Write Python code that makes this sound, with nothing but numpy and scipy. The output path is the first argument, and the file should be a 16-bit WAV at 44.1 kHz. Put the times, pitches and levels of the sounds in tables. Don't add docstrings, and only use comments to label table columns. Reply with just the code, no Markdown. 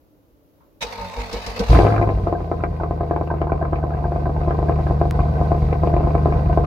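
import sys
import numpy as np
from scipy import signal
from scipy.fft import rfft, irfft, next_fast_len
from scipy.io import wavfile
from scipy.ndimage import uniform_filter1d, map_coordinates

SR = 44100
rng = np.random.default_rng(int(sys.argv[2]) if len(sys.argv) > 2 else 0)


def file_out(sig):
    cols = np.atleast_2d(sig).T
    lim = np.clip(cols, -1, 1)
    pcm = np.round(lim * 32767).astype(np.int16)
    wavfile.write(sys.argv[1], SR, pcm)


N = 293706

# freq_hz, level_db_per_hz
AIR_SPECTRUM = [(15, -29), (25, -12.5), (59, 1.5), (236, -8.5), (301, 3.5), (363, -7.5), (575, -6),
                (734, -17), (818, -17), (1740, -30), (6560, -36.5), (8590, -44.5), (11900, -30),
                (16000, -32.5)]
# start_s, level_db
THUDS = [(.02, -53), (.32, -48), (.58, -59), (.745, -51)]
# freq_hz, level_db_per_hz
CLACK_SPECTRUM = [(500, -19), (950, 7), (1350, -2.5), (1900, -15), (5000, -38)]
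# freq_hz, level_db_per_hz
CLICK_SPECTRUM = [(300, 5.5), (1500, 16), (4000, 2), (15000, -8)]
# freq_hz, side_db
STEREO_WIDTH = [(100, -2.5), (280, -6), (600, -9.5), (1000, 1.5), (2000, -0.5), (4000, 0), (12000, -1.5)]
# freq_hz, t60_s
YARD_DECAY = [(200, 0.66), (700, 0.22), (2500, 0.056), (10000, 0.043)]
# delay_s, share (of the direct sound)
ECHOES = [(.00297, .62), (.0058, .26), (.009, .2), (.0116, .32), (.0172, .16), (.0217, .15), (.026, .14)]
# freq_hz, width_hz, gain_db
PIPE_MODES = [(302.6, 61, -6), (416.4, 12, 5.5), (485.7, 37.5, 6.5), (604, 110, -3.5), (699.4, 14, -2),
              (804, 52, 0.5), (1017.4, 36, 2.5), (1590, 34, 8.5)]

# freq_hz, width_hz, relative_db
VALVE_MODES = [(3120, 60, -11), (3914, 53, 2), (4180, 300, -6.5), (4570, 250, -5.5)]
# time_s, speed (share of full speed)
STARTER_SPEED = [(.81, .82), (.87, .98), (.93, 1.02), (1.02, .99), (1.11, .965), (1.21, 1.025), (1.3, .96),
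                 (1.38, 1.03), (1.44, .97), (1.49, 1.025), (1.57, .955), (1.63, 1.02), (1.72, 1)]
# pitch_hz, relative_db
WHINE_TONES = [(95, -45), (187, -47.5), (240, -50), (468, -48), (578, -47), (815, -49), (1060, -49),
               (1255, -52), (1560, -59), (2220, -58), (2520, -60), (3720, -58)]
# freq_hz, level_db_per_hz
GEAR_SPECTRUM = [(160, -39), (280, -15), (321, -18), (465, -5), (722, -7.5), (916, -8.5), (997, -11),
                 (1280, -13), (1400, -18.5), (2530, -15), (3260, -24), (3800, -18), (4570, -19.5),
                 (8850, -38), (14500, -40), (16000, -49.5)]
# freq_hz, level_db_per_hz
CLASH_SPECTRUM = [(180, -5), (300, -14), (372, -47), (537, -3), (689, -4.5), (915, -7), (1390, -10),
                  (2210, -3), (2740, -9), (3830, -6), (4830, -14.5), (6000, -9.5), (6620, -17),
                  (15000, -33.5), (16000, -29.5)]
# freq_hz, width_hz, relative_db
HOUSING_MODES = [(580, 23, -4), (900, 29, 4.5), (1020, 71, -20)]
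# freq_hz, width_hz, relative_db
RING_GEAR_MODES = [(557, 15, 7), (893, 20, 2.5), (2330, 31, -8), (2516, 35, -0.5), (3780, 63, 1.5),
                   (3920, 21, -11), (4460, 45, -8), (5050, 70, -9.5), (5500, 45, -12.5)]
# start_s, boom_db, pipe_ring_db, air_puff_db, housing_ring_db (relative)
STROKES = [(0.825, -33, -33.5, -47, -44), (0.976, -30, -37, -59, -32), (1.164, -20, -31, -43, -32.5),
           (1.327, -23.5, -27, -28, -41), (1.462, -24.5, -31, -29, -41.5), (1.591, -20, -18.5, -26, -45)]
# freq_hz, level_db_per_hz
PUFF_SPECTRUM = [(300, 15), (700, -9.5), (1500, -6.5), (5000, 6), (8000, -10), (15500, -20.5)]

# start_s, pitch_hz, relative_db, upper_ring_db
BURBLES = [(2.349, 702, -19.5, -34), (2.601, 1250, -32, -46), (2.798, 870, -19.5, -32),
           (2.835, 1070, -22, -41.5), (3.132, 685, -23.5, -39), (3.161, 818, -12.5, -33),
           (3.301, 907, -14, -25.5), (3.47, 856, -21, -44.5), (3.494, 1034, -22.5, -32),
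           (3.612, 706, -15, -33.5), (3.65, 1040, -25.5, -37), (3.825, 708, -22.5, -34),
           (3.919, 740, -19.5, -44), (3.932, 697, -32.5, -36), (4.0405, 845, -15, -32),
           (4.255, 734, -19.5, -31.5), (4.362, 834, -18, -40), (4.682, 703, -21, -32),
           (5.19, 1093, -22.5, -33), (5.283, 1150, -29, -45.5), (5.389, 624, -32, -43),
           (5.506, 700, -17, -39.5), (5.926, 630, -21, -38), (6.3, 708, -31, -40), (6.642, 1150, -25, -48)]
# start_s, pop_db, throaty_bark_db, crack_db (all relative)
POPS = [(1.73, -6, -25.5, -25), (1.7478, -9.5, -20, -30), (1.7545, -20, -28, -29.5),
        (1.7717, -11.5, -31, -30), (1.789, -.5, -31, -23), (1.8003, -2.5, -24, -30),
        (1.812, -9.5, -28.5, -40), (1.8325, -5.5, -37, -37), (1.8419, -14, -26, -35.5),
        (1.8495, -1.5, -29, -29), (1.859, -11.5, -36, -36), (1.8669, -4, -28.5, -28),
        (1.8771, -8, -25, -35), (1.9027, -22.5, -23, -46), (1.9229, -9.5, -26.5, -31),
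        (1.9401, -8.5, -30, -43), (1.9623, -9.5, -29, -31), (1.9791, -15.5, -21, -49),
        (1.9966, -11.5, -37, -48), (2.014, -5.5, -40, -33), (2.0252, -7.5, -31, -28),
        (2.034, -14, -39.5, -43), (2.0399, -15.5, -39.5, -54), (2.0737, -12.5, -46.5, -42),
        (2.0902, -7.5, -37, -34), (2.1009, -9, -40.5, -47.5), (2.185, -19, -46.5, -52),
        (2.2706, -6, -29, -44.5), (2.326, -5, -33, -42), (2.404, -19.5, -39, -50),
        (2.515, -5.5, -28.5, -48), (2.6366, -7, -21.5, -28), (2.8097, -13.5, -35, -58),
        (2.8338, -12, -32.5, -39.5), (2.909, -9, -42, -49), (3.008, -9, -35.5, -53),
        (3.0325, -13.5, -46, -48), (3.1102, -4.5, -28, -53), (3.1621, -9, -29, -39),
        (3.2115, -7.5, -34, -47), (3.274, -15, -39, -40), (3.3134, -9.5, -40, -43.5),
        (3.3395, -13.5, -44.5, -59), (3.4157, -6.5, -29.5, -33.5), (3.441, -13.5, -38.5, -45.5),
        (3.4696, -13.5, -39, -54), (3.5195, -5.5, -30, -37.5), (3.6252, -8.5, -30.5, -50.5),
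        (3.6507, -25, -34, -43), (3.7305, -7, -27.5, -43.5), (3.7572, -17.5, -43, -36.5),
        (3.786, -18.5, -46.5, -53), (3.8383, -9, -40, -52), (3.905, -17.5, -37, -51),
        (3.947, -16.5, -43, -57), (3.973, -24, -40.5, -61), (3.987, -19.5, -45.5, -53.5),
        (4.0543, -11.5, -49.5, -58.5), (4.12, -10.5, -34.5, -57), (4.1599, -10, -39, -59),
        (4.2671, -10, -39, -57.5), (4.2938, -11.5, -41, -52), (4.414, -14.5, -34.5, -47),
        (4.4815, -9, -39.5, -53), (4.5071, -11, -27.5, -39.5), (4.5889, -9.2, -49, -52),
        (4.6274, -9.5, -40, -51), (4.695, -4.5, -34.5, -42.5), (4.7208, -23, -40, -48),
        (4.787, -14.5, -40.5, -52), (4.8002, -13, -51, -50), (4.8671, -12.5, -30, -41),
        (4.9085, -7.5, -49.5, -50.5), (5.0138, -2.5, -29.5, -45), (5.0538, -9.5, -46.5, -49),
        (5.1905, -12, -34.5, -49), (5.203, -13.5, -50, -39), (5.256, -16.5, -46, -48),
        (5.4129, -7, -38, -52.5), (5.5175, -5, -35.5, -52), (5.685, -21, -47.5, -49.5),
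        (5.7278, -9, -49.5, -33.5), (5.8347, -5.5, -35, -45.5), (5.873, -6.5, -47.5, -37.5),
        (5.9393, -9, -41, -36), (5.9651, -7.5, -48, -36), (5.979, -16.5, -40, -52), (6.0062, -10, -45, -49),
        (6.049, -17, -45.5, -55), (6.0714, -8.5, -44, -52), (6.105, -15, -38, -43),
        (6.151, -4.5, -31.5, -37.5), (6.2576, -2.5, -34.5, -49.5), (6.3235, -11, -33, -34),
        (6.4962, -11, -53, -52), (6.5742, -0.5, -27.5, -46)]
# freq_hz, level_db_per_hz
POP_SPECTRUM = [(60, -26.5), (180, -8), (300, -1.5), (600, 0.5), (800, 1), (1000, -11), (1280, -9.5),
                (1400, -41), (1600, -32), (2500, -48.5), (4000, -52.5), (8000, -68), (16000, -75.5)]
# freq_hz, level_db_per_hz
BARK_SPECTRUM = [(500, -28), (900, 0), (1250, 15.5), (1400, -8), (1560, 7.5), (1800, -13.5), (2300, -17.5),
                 (4000, -49)]
# freq_hz, level_db_per_hz
CRACK_SPECTRUM = [(500, -32), (1200, -15.5), (1900, 10), (2700, 4.5), (3500, -19), (5000, -17), (8000, -43),
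                  (16000, -38.5)]

# time_s, rate_hz (firings per second)
ENGINE_SPEED = [(1.7, 63.12), (1.8, 97.48), (1.9, 107.34), (2.05, 105.01), (2.2, 94.45), (2.4, 84.25),
                (2.65, 81.48), (3.2, 78.59), (3.9, 74.15), (4.75, 75.4), (5.1, 74.39), (5.4, 76.11),
                (6.66, 75.43)]
# thump_db, lateness (firing intervals), rasp_db (levels relative)
CYLINDERS = [(4, -0.083, 2.5), (5.5, 0.013, 5), (2, -0.05, 3), (4.5, 0.03, 2.5), (5.5, -0.0067, 7),
             (8, -0.075, 3.5), (3.5, 0.063, 2.5), (3, -0.12, 5.5)]
# time_s, thump_db, rasp_db, gas_hiss_db (relative)
EFFORT = [(1.72, -19.5, -18, -41), (1.85, -20.5, -23, -50), (2.08, -24, -30, -62), (2.4, -30, -34.5, -65.5),
          (3.5, -26.5, -34, -69), (4.1, -26.5, -31, -66.5), (4.75, -22, -28.5, -61.5),
          (6.66, -21, -27, -61)]
# freq_hz, level_db_per_hz
THUMP_SPECTRUM = [(15, -47), (30, -14), (40, -5), (52, 12), (76, .5), (105, 0.5), (150, 0), (180, -6.5),
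                  (220, -23), (300, -45.5), (600, -36.5), (1500, -100)]
# freq_hz, level_db_per_hz
RUMBLE_SPECTRUM = [(15, -37), (28, -18), (42, 1.5), (53, -0.5), (62, -13), (200, -72.5)]
# freq_hz, level_db_per_hz
SPUTTER_SPECTRUM = [(100, -26.5), (280, 5), (560, -2), (740, 4), (900, -15), (1060, -5), (1280, -18),
                    (1420, -32.5), (1600, -29.5), (2200, -36), (4000, -62)]
# freq_hz, level_db_per_hz
RASP_SPECTRUM = [(120, -31), (200, -4), (254, -9.5), (335, -23.5), (485, -2), (540, -15), (695, -8.5),
                 (926, -18.5), (1020, -21), (1390, -39.5), (1530, -19), (1730, -60.5), (1900, -32.5),
                 (3500, -62.5), (4550, -71), (7700, -120)]
# freq_hz, level_db_per_hz
HISS_SPECTRUM = [(1200, -19), (2200, 3.5), (4600, -3), (6500, -8.5), (8000, -14), (11000, -15),
                 (15500, -27)]

TOP_HZ = 15900
CATCH_S = 1.696
SKIP_S = 5.11
LEAN_OUT_DB_PER_S = 0.23
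ENGAGE_S = 0.81
SURGE_AT = 0.21
HOUSING_DB, HOUSING_SWING_DB = -4, 5
WHIRR_DB, WHIRR_SWING_DB, WHIRR_RISE_DB_PER_S = -38.5, 0.5, 6.5
WHINE_DB, WHINE_SWING_DB, WHINE_RISE_S = 0.5, 2.5, 0.14
MESH_HZ, TOOTH_CYCLE_HZ = 917, 46.5
CATCH_DB, CATCH_HZ, CATCH_OVERTONE_DB = -5.5, 56.2, -10
CATCH_RISE_S, CATCH_HOLD_S, CATCH_T60_S = 0.0065, 0.06, 0.46
STUMBLE_S, STUMBLE_DB = 2.135, -12.5
FLAME_DB = -28.5
UPPER_RING_HZ = 1552


def amp(db):
    return 10 ** (np.asarray(db) / 20)


def unit(x):
    return x / np.sqrt(np.mean(x ** 2) + 1e-20)


def along(points, hz):
    freq, value = np.transpose(points)
    return np.interp(np.log(hz + 1), np.log(freq + 1), value)


def clock():
    return np.arange(N) / SR


def curves(rows):
    time, *columns = np.transpose(rows)
    return [np.interp(clock(), time, column) for column in columns]


def wobble(rate):
    knots = rng.standard_normal(int(N * rate / SR) + 4)
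    return map_coordinates(knots, [clock() * rate])


def filtered(x, response):
    size = 2 * next_fast_len(N // 2 + SR // 4)
    hz = np.fft.rfftfreq(size, 1 / SR)
    return irfft(rfft(x, size) * response(hz), size)[..., :N]


def causal(points, hz):
    cepstrum = irfft(np.log(amp(along(points, hz))))
    half = len(hz) - 1
    return np.exp(rfft(np.r_[cepstrum[0], 2 * cepstrum[1:half], np.zeros(half)]))


def stereo(pair, spectrum):
    def response(hz):
        return amp(along(spectrum, hz)) * [np.ones_like(hz), amp(along(STEREO_WIDTH, hz))]
    mid, side = filtered(pair, response)
    return unit(np.array([mid + side, mid - side]))


def rush(spectrum):
    return stereo(rng.standard_normal((2, N)), spectrum)


def resonances(modes, hz):
    return sum(amp(db) * 1j * hz * width / (centre * centre - hz * hz + 1j * hz * width)
               for centre, width, db in modes)


def ringing(modes):
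    spectrum = []
    for hz in np.geomspace(200, TOP_HZ, 900):
        broad = abs(resonances([(1500, 6000, 0)], hz)) ** 2
        spectrum.append((hz, 20 * np.log10(abs(resonances(modes, hz)) * broad)))
    return rush(spectrum)


def spikes(times, sizes):
    places = np.clip(np.round(times * SR).astype(int), 0, N)
    return np.bincount(places, sizes, N + 1)[:N]


def knocks(times, db, spectrum):
    return filtered(spikes(times, amp(db)), lambda hz: causal(spectrum, hz))


def swell(start, rise, t60):
    age = clock() - start
    return np.clip(age / rise, 0, 1) * amp(-60 * np.maximum(age - rise, 0) / t60)


def bursts(times, db, rise, t60):
    shape = swell(0, rise, t60)[:SR // 6]
    return signal.fftconvolve(spikes(times, amp(db)), shape)[:N]


def boom(start, rise, t60, hz=50):
    return swell(start, rise, t60) * np.sin(2 * np.pi * hz * (clock() - start))


def patchy(x, depth_db):
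    z = signal.stft(x, nperseg=1024)[2]
    field = uniform_filter1d(rng.standard_normal(z.shape[1:]), size=4, axis=0)
    field = uniform_filter1d(field, size=5, axis=1)
    return unit(signal.istft(z * amp(depth_db * unit(field)), nperseg=1024)[1][:, :N])


def yard(x, wet_db):
    hz, t, z = signal.stft(rng.standard_normal((2, SR // 4)), SR, nperseg=256)
    decay = amp(-60 * t / along(YARD_DECAY, hz)[:, None])
    tail = signal.istft(z * decay, SR, nperseg=256)[1]
    tail = tail / np.linalg.norm(tail[0])
    return x + amp(wet_db) * signal.fftconvolve(np.atleast_2d(x), tail, axes=1)[:, :N]


def underbody(x, wet_db, t60=0.02):
    t = np.arange(SR // 20) / SR
    scatter = rng.standard_normal(len(t)) * amp(-60 * t / t60)
    scatter = scatter[None] / np.linalg.norm(scatter)
    echo = signal.fftconvolve(x, scatter, axes=1)[:, :N]
    return (x + amp(wet_db) * echo) / np.sqrt(1 + amp(wet_db) ** 2)


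def echoes(hz):
    return 1 + sum(share * np.exp(-2j * np.pi * hz * delay) for delay, share in ECHOES)


def tailpipe(x):
    return filtered(x, lambda hz: (1 + resonances(PIPE_MODES, hz)) * echoes(hz))


def firings():
    turns = np.cumsum(curves(ENGINE_SPEED)[0] * (clock() >= CATCH_S)) / SR
    number = np.arange(int(turns[-1]) + 1)
    shifted = number + 2 * (number > np.interp(SKIP_S, clock(), turns))
    cylinder = np.array(CYLINDERS)[shifted % len(CYLINDERS)]
    late = cylinder[:, 1] + 0.012 * rng.standard_normal(len(number))
    times = np.interp(np.maximum(number + late, 1e-6), turns, clock())
    return turns, times, cylinder


def surroundings():
    air = amp(-57 + 1.7 * wobble(3.3)) * rush(AIR_SPECTRUM)
    thuds = sum(amp(db) * boom(s, rise=0.015, t60=0.092, hz=55.4) for s, db in THUDS)
    clack = amp(-56.5) * swell(0.6, rise=0.008, t60=0.3) * rush(CLACK_SPECTRUM)
    return air + thuds + clack


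def click():
    return knocks(np.array([5.1103]), [-11], CLICK_SPECTRUM)


def valves():
    turns = firings()[0]
    times = np.interp(np.arange(1, 2 * turns[-1]) / 2, turns, clock())
    hiss_db = curves(EFFORT)[2]
    tick_db = np.interp(times, clock(), hiss_db) + 0.8 + 3.9 * rng.standard_normal(len(times))
    return bursts(times, tick_db, rise=0.00077, t60=0.025) * ringing(VALVE_MODES)


def grind(turns):
    pattern = rng.standard_normal((2, round(SR / TOOTH_CYCLE_HZ)))
    rub = np.array([map_coordinates(row, [turns * SR], mode="grid-wrap") for row in pattern])
    return stereo(rub, GEAR_SPECTRUM)


def starter():
    age = np.maximum(clock() - ENGAGE_S, 0)
    engaged = np.interp(clock(), [ENGAGE_S, 0.85, CATCH_S, 1.8], [0, 1, 1, 0])
    beats = [s for s, *_ in STROKES] + [CATCH_S]
    stroke_position = np.interp(clock(), beats, np.arange(len(beats)))
    surge = np.cos(2 * np.pi * (stroke_position - SURGE_AT))

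    hits = amp(-25.5) * swell(0.806, rise=0.021, t60=0.095)
    hits = hits + amp(-36) * swell(0.826, rise=0.0069, t60=0.026)
    clash = hits * (rush(CLASH_SPECTRUM) + 0.99 * ringing(RING_GEAR_MODES))

    turns = np.cumsum(curves(STARTER_SPEED)[0] * (1 + 0.004 * wobble(30))) / SR

    def gear_tone(hz):
        backlash = min(hz / 2200, 1.2) * wobble(170)
        return np.sin(2 * np.pi * hz * turns + backlash)

    tones = sum(amp(db) * amp(4 * wobble(16)) * gear_tone(hz) for hz, db in WHINE_TONES)
    whine = amp(WHINE_DB + WHINE_SWING_DB * surge) * np.minimum(age / WHINE_RISE_S, 1) * tones
    mesh = gear_tone(MESH_HZ) + 0.6 * ringing(HOUSING_MODES)
    housing = amp(HOUSING_DB + curves(STROKES)[-1] + HOUSING_SWING_DB * surge) * mesh
    teeth = patchy(grind(turns) + rush(GEAR_SPECTRUM), depth_db=3)
    whirr_db = WHIRR_DB + WHIRR_SWING_DB * surge + WHIRR_RISE_DB_PER_S * np.minimum(age, 1)
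    whirr = amp(whirr_db + 2.24 * wobble(150)) * teeth
    return clash + engaged * (whirr + housing + yard(whine, wet_db=-14))


def cranking(ring_hz=474):
    booms = sum(amp(db) * boom(s, rise=0.032, t60=0.23) for s, db, *_ in STROKES)
    rings = sum(amp(db) * swell(s, rise=0.018, t60=0.17) for s, _, db, *_ in STROKES)
    puffs = sum(amp(db) * swell(s, rise=0.003, t60=0.092) for s, _, _, db, _ in STROKES)
    hollow = np.sin(2 * np.pi * ring_hz * clock() + 0.15 * wobble(80)) + 0.73 * rush(RASP_SPECTRUM)
    return booms + rings * hollow + puffs * rush(PUFF_SPECTRUM)


def catch():
    age = np.maximum(clock() - CATCH_S, 0)
    fade_db = -60 * np.maximum(age - CATCH_HOLD_S, 0) / CATCH_T60_S
    envelope = np.minimum(age / CATCH_RISE_S, 1) * amp(CATCH_DB + fade_db)
    phase = 2 * np.pi * CATCH_HZ * age
    return -envelope * (np.sin(phase) + amp(CATCH_OVERTONE_DB) * np.sin(2 * phase))


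def stumble():
    return amp(STUMBLE_DB) * boom(STUMBLE_S, rise=0.02, t60=0.18, hz=53.5)


def burbles(spread=0.02):
    t = clock()[:SR // 10]
    low, high = np.zeros((2, N + len(t)))
    fall = swell(0, rise=0.0026, t60=0.024)[:len(t)]
    ring = swell(0, rise=0.0079, t60=0.026)[:len(t)]
    for (s, hz, db, ring_db), chance in zip(BURBLES, rng.standard_normal(len(BURBLES))):
        place = slice(round(s * SR), round(s * SR) + len(t))
        upper_hz = UPPER_RING_HZ * (1 + spread * chance)
        low[place] += amp(db - 1.5) * fall * np.sin(2 * np.pi * hz * t)
        high[place] += amp(ring_db) * ring * np.sin(2 * np.pi * upper_hz * t)
    return yard(filtered(low[:N], echoes) + high[:N], wet_db=-10.5)


def afterfire():
    times, pop_db, bark_db, crack_db = np.transpose(POPS)
    pops = knocks(times + 0.00021, pop_db + 24.5, POP_SPECTRUM)
    flames = bursts(times + 0.0022, pop_db + FLAME_DB, rise=0.0045, t60=0.065) * rush(SPUTTER_SPECTRUM)
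    front = knocks(times + 0.00023, bark_db + 10, BARK_SPECTRUM)
    bark = bursts(times, bark_db + 3, rise=0.0016, t60=0.043) * rush(BARK_SPECTRUM)
    crack = bursts(times, crack_db + 1.5, rise=0.00078, t60=0.012) * rush(CRACK_SPECTRUM)
    hollow = yard(tailpipe(pops + flames), wet_db=-14)
    bright = underbody(filtered(front + bark + crack, echoes), wet_db=-13)
    return hollow + bright


def engine():
    turns, times, cylinder = firings()
    thump_db, rasp_db, hiss_db = curves(EFFORT)
    chance = rng.standard_normal((len(times), 5))
    running = np.clip((clock() - CATCH_S) / 0.0056, 0, 1)

    def at_firings(curve):
        return np.interp(times, clock(), curve)

    def silencer(hz):
        return amp(along(THUMP_SPECTRUM, hz)) * np.exp(-2j * np.pi * hz * 0.0029)

    push_db = at_firings(thump_db) + cylinder[:, 0] + 1.2 * chance[:, 0] + 47.5
    pushes = spikes(times, amp(push_db))
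    thump = filtered(-pushes, silencer) * amp([[0.4], [-0.4]])
    rumble = amp(thump_db - 10) * running * unit(rush(RUMBLE_SPECTRUM).mean(axis=0))

    spit_times = times + 0.0037 + 0.0026 * chance[:, 3]
    spit_db = at_firings(rasp_db + 2 * wobble(14)) + cylinder[:, 2]
    sputter = bursts(spit_times, spit_db + 2 * chance[:, 1] - 5.5, rise=0.001, t60=0.026)
    sputter = sputter * rush(SPUTTER_SPECTRUM)
    edge_db = spit_db - LEAN_OUT_DB_PER_S * (times - SKIP_S)
    crackle = bursts(spit_times, edge_db + 2.5 * chance[:, 2] - 22, rise=0.002, t60=0.027)
    crackle = crackle * rush(CRACK_SPECTRUM)
    barks = bursts(spit_times, edge_db + 2.5 * chance[:, 4] - 21, rise=0.002, t60=0.045)
    barks = barks * rush(BARK_SPECTRUM)

    rasp = amp(rasp_db - 5 + 2.73 * wobble(25)) * running * rush(RASP_SPECTRUM)
    gush = unit(amp(-3 * (turns % 1)))
    hiss = amp(hiss_db + 6 + 1.1 * wobble(16)) * gush * running * rush(HISS_SPECTRUM)
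    bright = underbody(crackle + barks + hiss, wet_db=-6, t60=0.07)
    return thump + rumble + tailpipe(sputter) + rasp + bright


def scene():
    background = surroundings() + click() + valves()
    starting = starter() + cranking() + catch() + stumble()
    exhaust = burbles() + afterfire() + engine()
    return background + starting + exhaust


def record(dry):
    rounded = dry / (1 + np.abs(dry) ** 8) ** (1 / 8)
    ending = np.clip((N - np.arange(N)) / (SR * 0.006), 0, 1)
    return filtered(rounded * ending, lambda hz: hz < TOP_HZ)


dry = scene()
out = record(dry)
file_out(out)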